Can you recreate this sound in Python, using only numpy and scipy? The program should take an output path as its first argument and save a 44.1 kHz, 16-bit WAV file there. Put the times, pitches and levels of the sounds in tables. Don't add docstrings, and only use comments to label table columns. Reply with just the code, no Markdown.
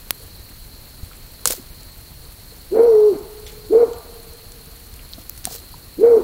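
import sys
import numpy as np
from scipy import signal
from scipy.fft import rfft, irfft
from scipy.io import wavfile
from scipy.ndimage import uniform_filter1d

SR = 44100
rng = np.random.default_rng(int(sys.argv[2]) if len(sys.argv) > 2 else 0)


def volts_from_decibels(level):
    exponent = np.asarray(level, float) / 20
    return 10 ** exponent


def file_out(sig):
    cols = np.atleast_2d(sig).T
    lim = np.clip(cols, -1, 1)
    pcm = np.round(lim * 32767).astype(np.int16)
    wavfile.write(sys.argv[1], SR, pcm)


N = 275139


def evened(x):
    return x / np.sqrt(np.mean(abs(x) ** 2) + 1e-20)


def read(points, hz):
    point_hz, value = np.transpose(points)
    return np.interp(np.log(hz + 1), np.log(point_hz + 1), value)


def add(mix, start_s, sound):
    part = mix[round(start_s * SR):][:len(sound)]
    part += sound[:len(part)]


def resonate(x, hz, width_hz, times=1):
    turn = np.exp(2j * np.pi * hz * np.arange(len(x)) / SR)
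    r = np.exp(-np.pi * width_hz / SR)
    for _ in range(times):
        x = 2 * (turn * signal.lfilter([1 - r], [1, -r], x / turn)).real
    return x


def coloured(size, spectrum):
    gain = volts_from_decibels(read(spectrum, np.fft.rfftfreq(size, 1 / SR)))
    return evened(irfft(rfft(rng.standard_normal(size)) * gain, size))


def wobble(size, hz):
    span = max(round(SR / hz / 2), 1)
    noise = rng.standard_normal(size)
    return evened(uniform_filter1d(uniform_filter1d(noise, span), span))


# [Hz, dB per Hz]
HISS_SPECTRUM = [(12, -24.5), (22, -1), (52, -3.5), (120, -11.5), (220, -20), (420, -24), (900, -29),
                 (3000, -32.5), (6000, -35), (8500, -33.5), (11000, -29), (15400, -29.5), (17000, -34)]


def fire_floor():
    frames, hz = N // 128 + 9, np.fft.rfftfreq(512, 1 / SR)
    a, b, patches = rng.standard_normal((frames, 257, 3)).T
    patches_db = evened(uniform_filter1d(uniform_filter1d(patches, 30, 0), 8, 1))
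    flicker = uniform_filter1d(rng.exponential(1, frames) ** 2, 2)
    treble = np.clip(hz / 8000, 0, 1)[:, None]
    flicker_db = 0.45 * np.minimum(flicker, 12) * treble
    noise = (a + 1j * b) * volts_from_decibels(patches_db + flicker_db)
    noise = signal.istft(noise, nperseg=512, noverlap=384)[1][:N]
    hz = np.fft.rfftfreq(N, 1 / SR)
    z = rfft(noise) * volts_from_decibels(read(HISS_SPECTRUM, hz))
    flutter = irfft(z * (hz < 200), N) * volts_from_decibels(1.1 * wobble(N, hz=9.4))
    hiss = irfft(z * (hz >= 200), N)
    return volts_from_decibels(-40.5) * evened(flutter + hiss)


# [Hz, Hz, dB]
CRICKET_BANDS = [(4236, 530, 17), (4440, 227, 2)]


def crickets():
    noise = rng.standard_normal(N)
    band = sum(volts_from_decibels(db) * resonate(noise, hz, width, times=2) for hz, width, db in CRICKET_BANDS)
    throb_db = 1.5 * wobble(N, hz=45) + wobble(N, hz=3)
    return volts_from_decibels(-51 + throb_db) * evened(band)


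# [s, dB, Hz, s to fall 60 dB]
DULL_KNOCKS = [(0.201, -46, 450, 0.27), (0.499, -45.5, 240, 0.14), (1.031, -13, 75, 0.034),
               (1.456, -23.5, 500, 0.092), (1.503, -11.5, 500, 0.034), (1.535, -21.5, 500, 0.021),
               (1.577, -33.5, 359, 0.083), (1.594, -24.5, 244, 0.028), (2.199, -27, 44.3, 0.12),
               (2.52, -35, 450, 0.043), (4.93, -27, 69.5, 0.095), (5.18, -29.5, 665, 0.027),
               (5.181, -30, 240, 0.028), (5.47, -24, 740, 0.041), (5.469, -23.5, 200, 0.041),
               (5.51, -28.5, 715, 0.027), (5.5, -40, 450, 0.18), (5.545, -38.5, 472, 0.15),
               (5.74, -28, 960, 0.021)]


def knocks():
    out, t = np.zeros(N), np.arange(9000) / SR
    noises = rng.standard_normal((len(DULL_KNOCKS), 9000))
    for (s, db, hz, t60), noise in zip(DULL_KNOCKS, noises):
        rattle = .5 * evened(resonate(noise, hz, 0.54 * hz, times=2))
        ring = rattle - np.sin(2 * np.pi * hz * t)
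        add(out, s, volts_from_decibels(db - 60 * t / t60) * ring * np.minimum(t / 0.0034, 1))
    return out


# [s, s, dB, dB/s]
TEARS = [
    (1.455, 0.0017, -18.5, 500),
    (1.474, 0.016, -26, 300),
    (1.495, 0.014, -24, 1500),
    (1.509, 0.023, -22.5, 1800),
    (1.533, .01, -33.5, 197),
    (3.47, .02, -45, 180),
    (5.454, .003, -33.5, 170),
    (5.496, 0.017, -38, 300),
    (5.512, .04, -34, 330),
]
# [Hz, dB per Hz]
RUSTLE_SPECTRUM = [(300, -12), (1200, -8.5), (2500, -7.5), (4500, -2), (9000, -4), (16000, 0)]
# [Hz, Hz]
FIBRE_SIZES = [(1500, 900), (4500, 2200), (7500, 3300), (11000, 8500), (14500, 2700)]


def rustles():
    out, t = np.zeros(N), np.arange(9000) / SR
    rise_s, tail_s = 0.009, 0.11
    for s, hold, db, dying_db in TEARS:
        noise = coloured(len(t), RUSTLE_SPECTRUM)
        grains = sum(resonate(noise, hz, width) * volts_from_decibels(3.9 * wobble(len(t), hz=250))
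                     for hz, width in FIBRE_SIZES)
        grains = grains * volts_from_decibels(2.2 * wobble(len(t), hz=500))
        edges = np.minimum(t / rise_s, 1) * np.clip((hold + tail_s - t) / .03, 0, 1)
        fade = volts_from_decibels(db - dying_db * np.maximum(t - hold, 0))
        add(out, s, fade * evened(grains) * edges)
    return out


# [s, dB, Hz, s to fall 60 dB]
POPS = [
    (.1075, 4, 1013, 0.00059),
]
# [s, dB, Hz, s to fall 60 dB]
WOOD_SNAPS = [(.49, -40, 2000, .024), (.513, -36.5, 1720, 0.05), (1.133, -40, 2500, 0.022),
              (1.4557, 1.5, 8000, 0.025), (1.456, -14, 1200, 0.013), (1.4739, -1, 9000, 0.032),
              (1.5076, -7, 9400, 0.026), (1.533, -34, 1190, 0.015), (1.832, -29.5, 8050, .009),
              (3.4655, -30.5, 6500, 0.093), (3.934, -31.5, 6860, .013), (4.52, -28, 8400, 0.014),
              (4.66, -35, 9000, 0.023), (4.94, -29, 9070, 0.011), (4.993, -35.5, 2500, 0.065),
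              (5.091, -28, 11100, .009), (5.147, -34, 5500, .012), (5.2957, -24, 10500, 0.013),
              (5.377, -25.5, 9900, 0.037), (5.443, -23.5, 4670, .03), (5.4538, -7, 8500, 0.011),
              (5.552, -22, 13000, 0.018), (5.583, -30, 4000, 0.019), (5.601, -32, 8000, .006),
              (5.645, -42, 8000, .009), (5.472, -32, 5000, .01), (5.53, -30, 6000, .01),
              (5.238, -34, 11000, .008), (1.627, -38, 8000, .008)]
# [s, dB, Hz, s to fall 60 dB]
SAP_TICKS = [(1.113, -39, 1300, 0.11), (1.475, -10.5, 5560, 0.05), (.1075, -1, 13900, 0.0064),
             (.1117, -17, 11000, .008), (3.472, -36, 5200, .12), (3.478, -41, 3300, 0.33),
             (5.2965, -15, 14000, 0.0077), (5.135, -35, 6500, .012), (1.92, -37, 8500, .018),
             (3.4647, -31, 3340, 0.19), (3.467, -38.5, 2220, 0.45), (3.933, -35, 2850, 0.043),
             (5.129, -30, 4400, .012), (5.1347, -23, 4170, 0.032), (5.2957, -18, 6500, 0.0097),
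             (5.454, -23, 6600, .02), (5.51, -26, 5060, .03), (5.523, -30, 6750, .03)]


def cracks():
    sharp, soft, t = np.zeros(N), np.zeros(N), np.arange(9000) / SR
    click = 1. * (t == 0)
    for rows, share in ((POPS, 17.9), (WOOD_SNAPS, 0.87), (SAP_TICKS, 0.44)):
        noises = rng.standard_normal((len(rows), 9000))
        for (s, db, hz, t60), noise in zip(rows, noises):
            snap = resonate(click, hz, share * hz, times=3)
            puff = evened(resonate(noise, hz, share * hz, times=3))
            splinter = volts_from_decibels(-6.5 - 60 * t / min(.004, t60)) * puff
            add(sharp if db > -19 else soft, s, volts_from_decibels(db) * (snap / abs(snap).max() + splinter))
            add(soft, s, volts_from_decibels(db - 11.0 - 60 * t / t60) * puff)
    return sharp, soft


# [s, dB]
TRUNK_ECHOES = [(.035, -29), (.085, -18), (.15, -28.5)]
# [Hz, s to fall 60 dB, dB]
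FOREST_TAIL = [(200, 1.4, -14.5), (450, 3.08, -30.5), (920, 1.58, -2.5), (1300, 2, -2), (2500, 1.1, -21)]


def woods(x):
    out, clock = np.zeros(N), np.arange(N) / SR
    band, t60, db = np.transpose(FOREST_TAIL)
    hz, t, z = signal.stft(rng.standard_normal((3, 3 * SR)), SR, nperseg=1024)
    t60, db = (np.interp(np.log(hz + 1), np.log(band), c)[:, None] for c in (t60, db))
    rise = np.clip(t / 0.015, 0, 1)
    early_db = 8.1 * np.exp(-t / 0.17)
    z = z * rise * volts_from_decibels(db - 60 * t / t60 + early_db)
    tails = signal.istft(z, SR, nperseg=1024)[1] / np.sqrt(.15 * SR)
    for k, tail in enumerate(tails):
        share = np.sqrt(2 / 3) * np.cos(np.pi * (1.581 * clock + k / 3))
        out += signal.fftconvolve(x * share, tail)[:N]
    for delay, echo_db in TRUNK_ECHOES:
        add(out, delay, volts_from_decibels(echo_db) * x)
    return out


# [s, dB, Hz]
HOOT_PATHS = [
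    [(2.7, -54.5, 334), (2.72, -20, 340.4), (2.745, -13, 438.5), (2.805, -7.5, 457.6), (2.86, -11.5, 480),
     (2.95, -9.5, 428), (3.085, -11.5, 420.2), (3.125, -19, 362.2), (3.175, -28.5, 243)],
    [(3.69, -43, 331.7), (3.71, -17.5, 346.5), (3.73, -8.5, 443.7), (3.765, -6, 448.1),
     (3.79, -12.5, 482.4), (3.835, -7, 468.8), (3.852, -23, 421), (3.89, -34.5, 325)],
    [(5.97, -44, 265.7), (5.992, -22.5, 327.8), (6.015, -14, 405), (6.04, -5.5, 463.6), (6.1, -9.5, 478),
     (6.175, -9, 438), (6.192, -15.5, 390), (6.238, -38, 286)],
]
# [s, dB]
VOICE_CATCHES = [(2.734, -2), (2.747, -11.5), (2.767, -25), (2.78, -13.5), (2.789, -14), (2.824, -7.5),
                 (3.143, -14.5), (3.717, -8), (3.727, -3), (3.745, -14), (3.78, -0.5), (3.798, -5),
                 (3.823, -3.5), (6.006, -6.5), (6.026, -12.5), (6.06, -3.5), (6.097, -4), (6.161, -4.5),
                 (6.1865, -19)]
# [times the pitch, dB]
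TONE_OVERTONES = [(2, -36), (3, -50)]
# [times the pitch, dB]
HALF_LINES = [(.5, -9), (1.5, 0.5), (2.5, -10.5), (4.5, -22.5)]
# [Hz, dB per Hz]
BREATH_SPECTRUM = [(150, -38), (260, -6), (420, -16), (700, -2), (1100, -23), (1450, -18), (1700, -29.5),
                   (2300, -26.5), (2700, -46), (4000, -68)]


def hoot(rows):
    s, effort_db, hz = np.transpose(rows)
    t = np.arange(s[0], s[-1], 1 / SR)
    size = len(t)
    effort_db, hz = np.interp(t, s, effort_db), np.interp(t, s, hz)

    easy_hz, strained_hz, tire_s = 424.6, 480, 0.054
    strain = np.clip((hz - easy_hz) / (strained_hz - easy_hz), 0, 1)
    tired = signal.lfilter([1 / (tire_s * SR)], [1, 1 / (tire_s * SR) - 1], strain)
    slack = np.clip((-15 - effort_db) / 13, 0, 1)
    ending = slack * (t > (s[0] + s[-1]) / 2)

    catch_s, shaken_s, deep_db = 0.0049, 0.015, -21.5
    catch_db = sum(db * np.exp(-.5 * ((t - at) * (1 + abs(db) / 10) / catch_s) ** 2)
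                   for at, db in VOICE_CATCHES)
    shaken = sum((db / deep_db) ** 2 * np.exp(-.5 * ((t - at) / shaken_s) ** 2)
                 for at, db in VOICE_CATCHES)
    shaken = np.clip(shaken, 0, 1)

    hoarse = np.clip(0.11 * strain + 0.79 * slack + 0.33 * shaken, 0, 1)
    breath_db = -38 + 16 * strain + 24 * ending + 12 * shaken
    half_db = -36.5 + 14.5 * tired + 18 * ending + 4 * shaken

    turn = np.exp(1j * np.pi * np.cumsum(hz) / SR)
    uneven = evened(wobble(size, hz=191) + 1j * wobble(size, hz=204))
    blur = np.sqrt(1 - hoarse ** 2) + hoarse * uneven
    tone = turn ** 2 + sum(volts_from_decibels(db) * turn ** (2 * k) for k, db in TONE_OVERTONES)
    halves = sum(volts_from_decibels(db + 2.9 * wobble(size, hz=30.7)) * turn ** round(2 * k) for k, db in HALF_LINES)
    smear = 0.82 + 0.34 * evened(wobble(size, hz=90) + 1j * wobble(size, hz=90))
    voice = np.sqrt(2) * (volts_from_decibels(catch_db) * blur * tone + volts_from_decibels(half_db) * smear * halves).imag
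    voice = signal.sosfilt(signal.butter(4, 215, "high", fs=SR, output="sos"), voice)

    whistle = volts_from_decibels(-48.5) * evened(resonate(rng.standard_normal(size), 5700, 50, times=2))
    whistle = np.clip((t - s[0]) / 0.22, 0, 1) ** 2 * whistle
    breath = volts_from_decibels(breath_db) * coloured(size, BREATH_SPECTRUM)
    sound = volts_from_decibels(effort_db) * (voice + whistle + breath)
    return s[0], sound * signal.windows.tukey(size, .04)


def scene():
    owl = np.zeros(N)
    for rows in HOOT_PATHS:
        add(owl, *hoot(rows))
    snaps, puffs = cracks()
    soft = fire_floor() + crickets() + knocks() + rustles() + puffs + woods(owl) + owl
    upper_edge = signal.firwin(511, 15800, window=("kaiser", 8), fs=SR)
    mono = snaps + signal.oaconvolve(soft, upper_edge, "same")
    return np.array([mono, mono])


# [Hz, 0-1]
APART_SHARE = [(6000, 0), (7500, .02), (9000, .11), (12500, .16), (14500, .13), (16000, .03)]


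def drift_apart(x):
    window = ("kaiser", 8)
    hz, t, z = signal.stft(x, SR, window=window, nperseg=2048, noverlap=1024)
    edges = np.arange(400, 22800, 800)
    chance, angle = rng.random((len(t), len(edges), 2)).T
    power = (abs(z[0, hz > 6000]) ** 2).sum(0)
    steady = power < 6 * np.roll(power, 2)
    drifting = chance < read(APART_SHARE, edges)[:, None]
    angle = np.pi * (angle - .5) * drifting * steady
    patch = np.minimum(np.searchsorted(edges, hz - 400), len(edges) - 1)
    turn = np.exp(1j * angle[patch])
    z = z * np.array([turn, 1 / turn])
    return signal.istft(z, SR, window=window, nperseg=2048, noverlap=1024)[1][:, :N]


def low_pass(x):
    return signal.sosfilt(signal.butter(12, 17000, fs=SR, output="sos"), x)


def record(dry):
    mix = np.clip(drift_apart(dry), -1, 1)
    return low_pass(mix)


dry = scene()
out = record(dry)
file_out(out)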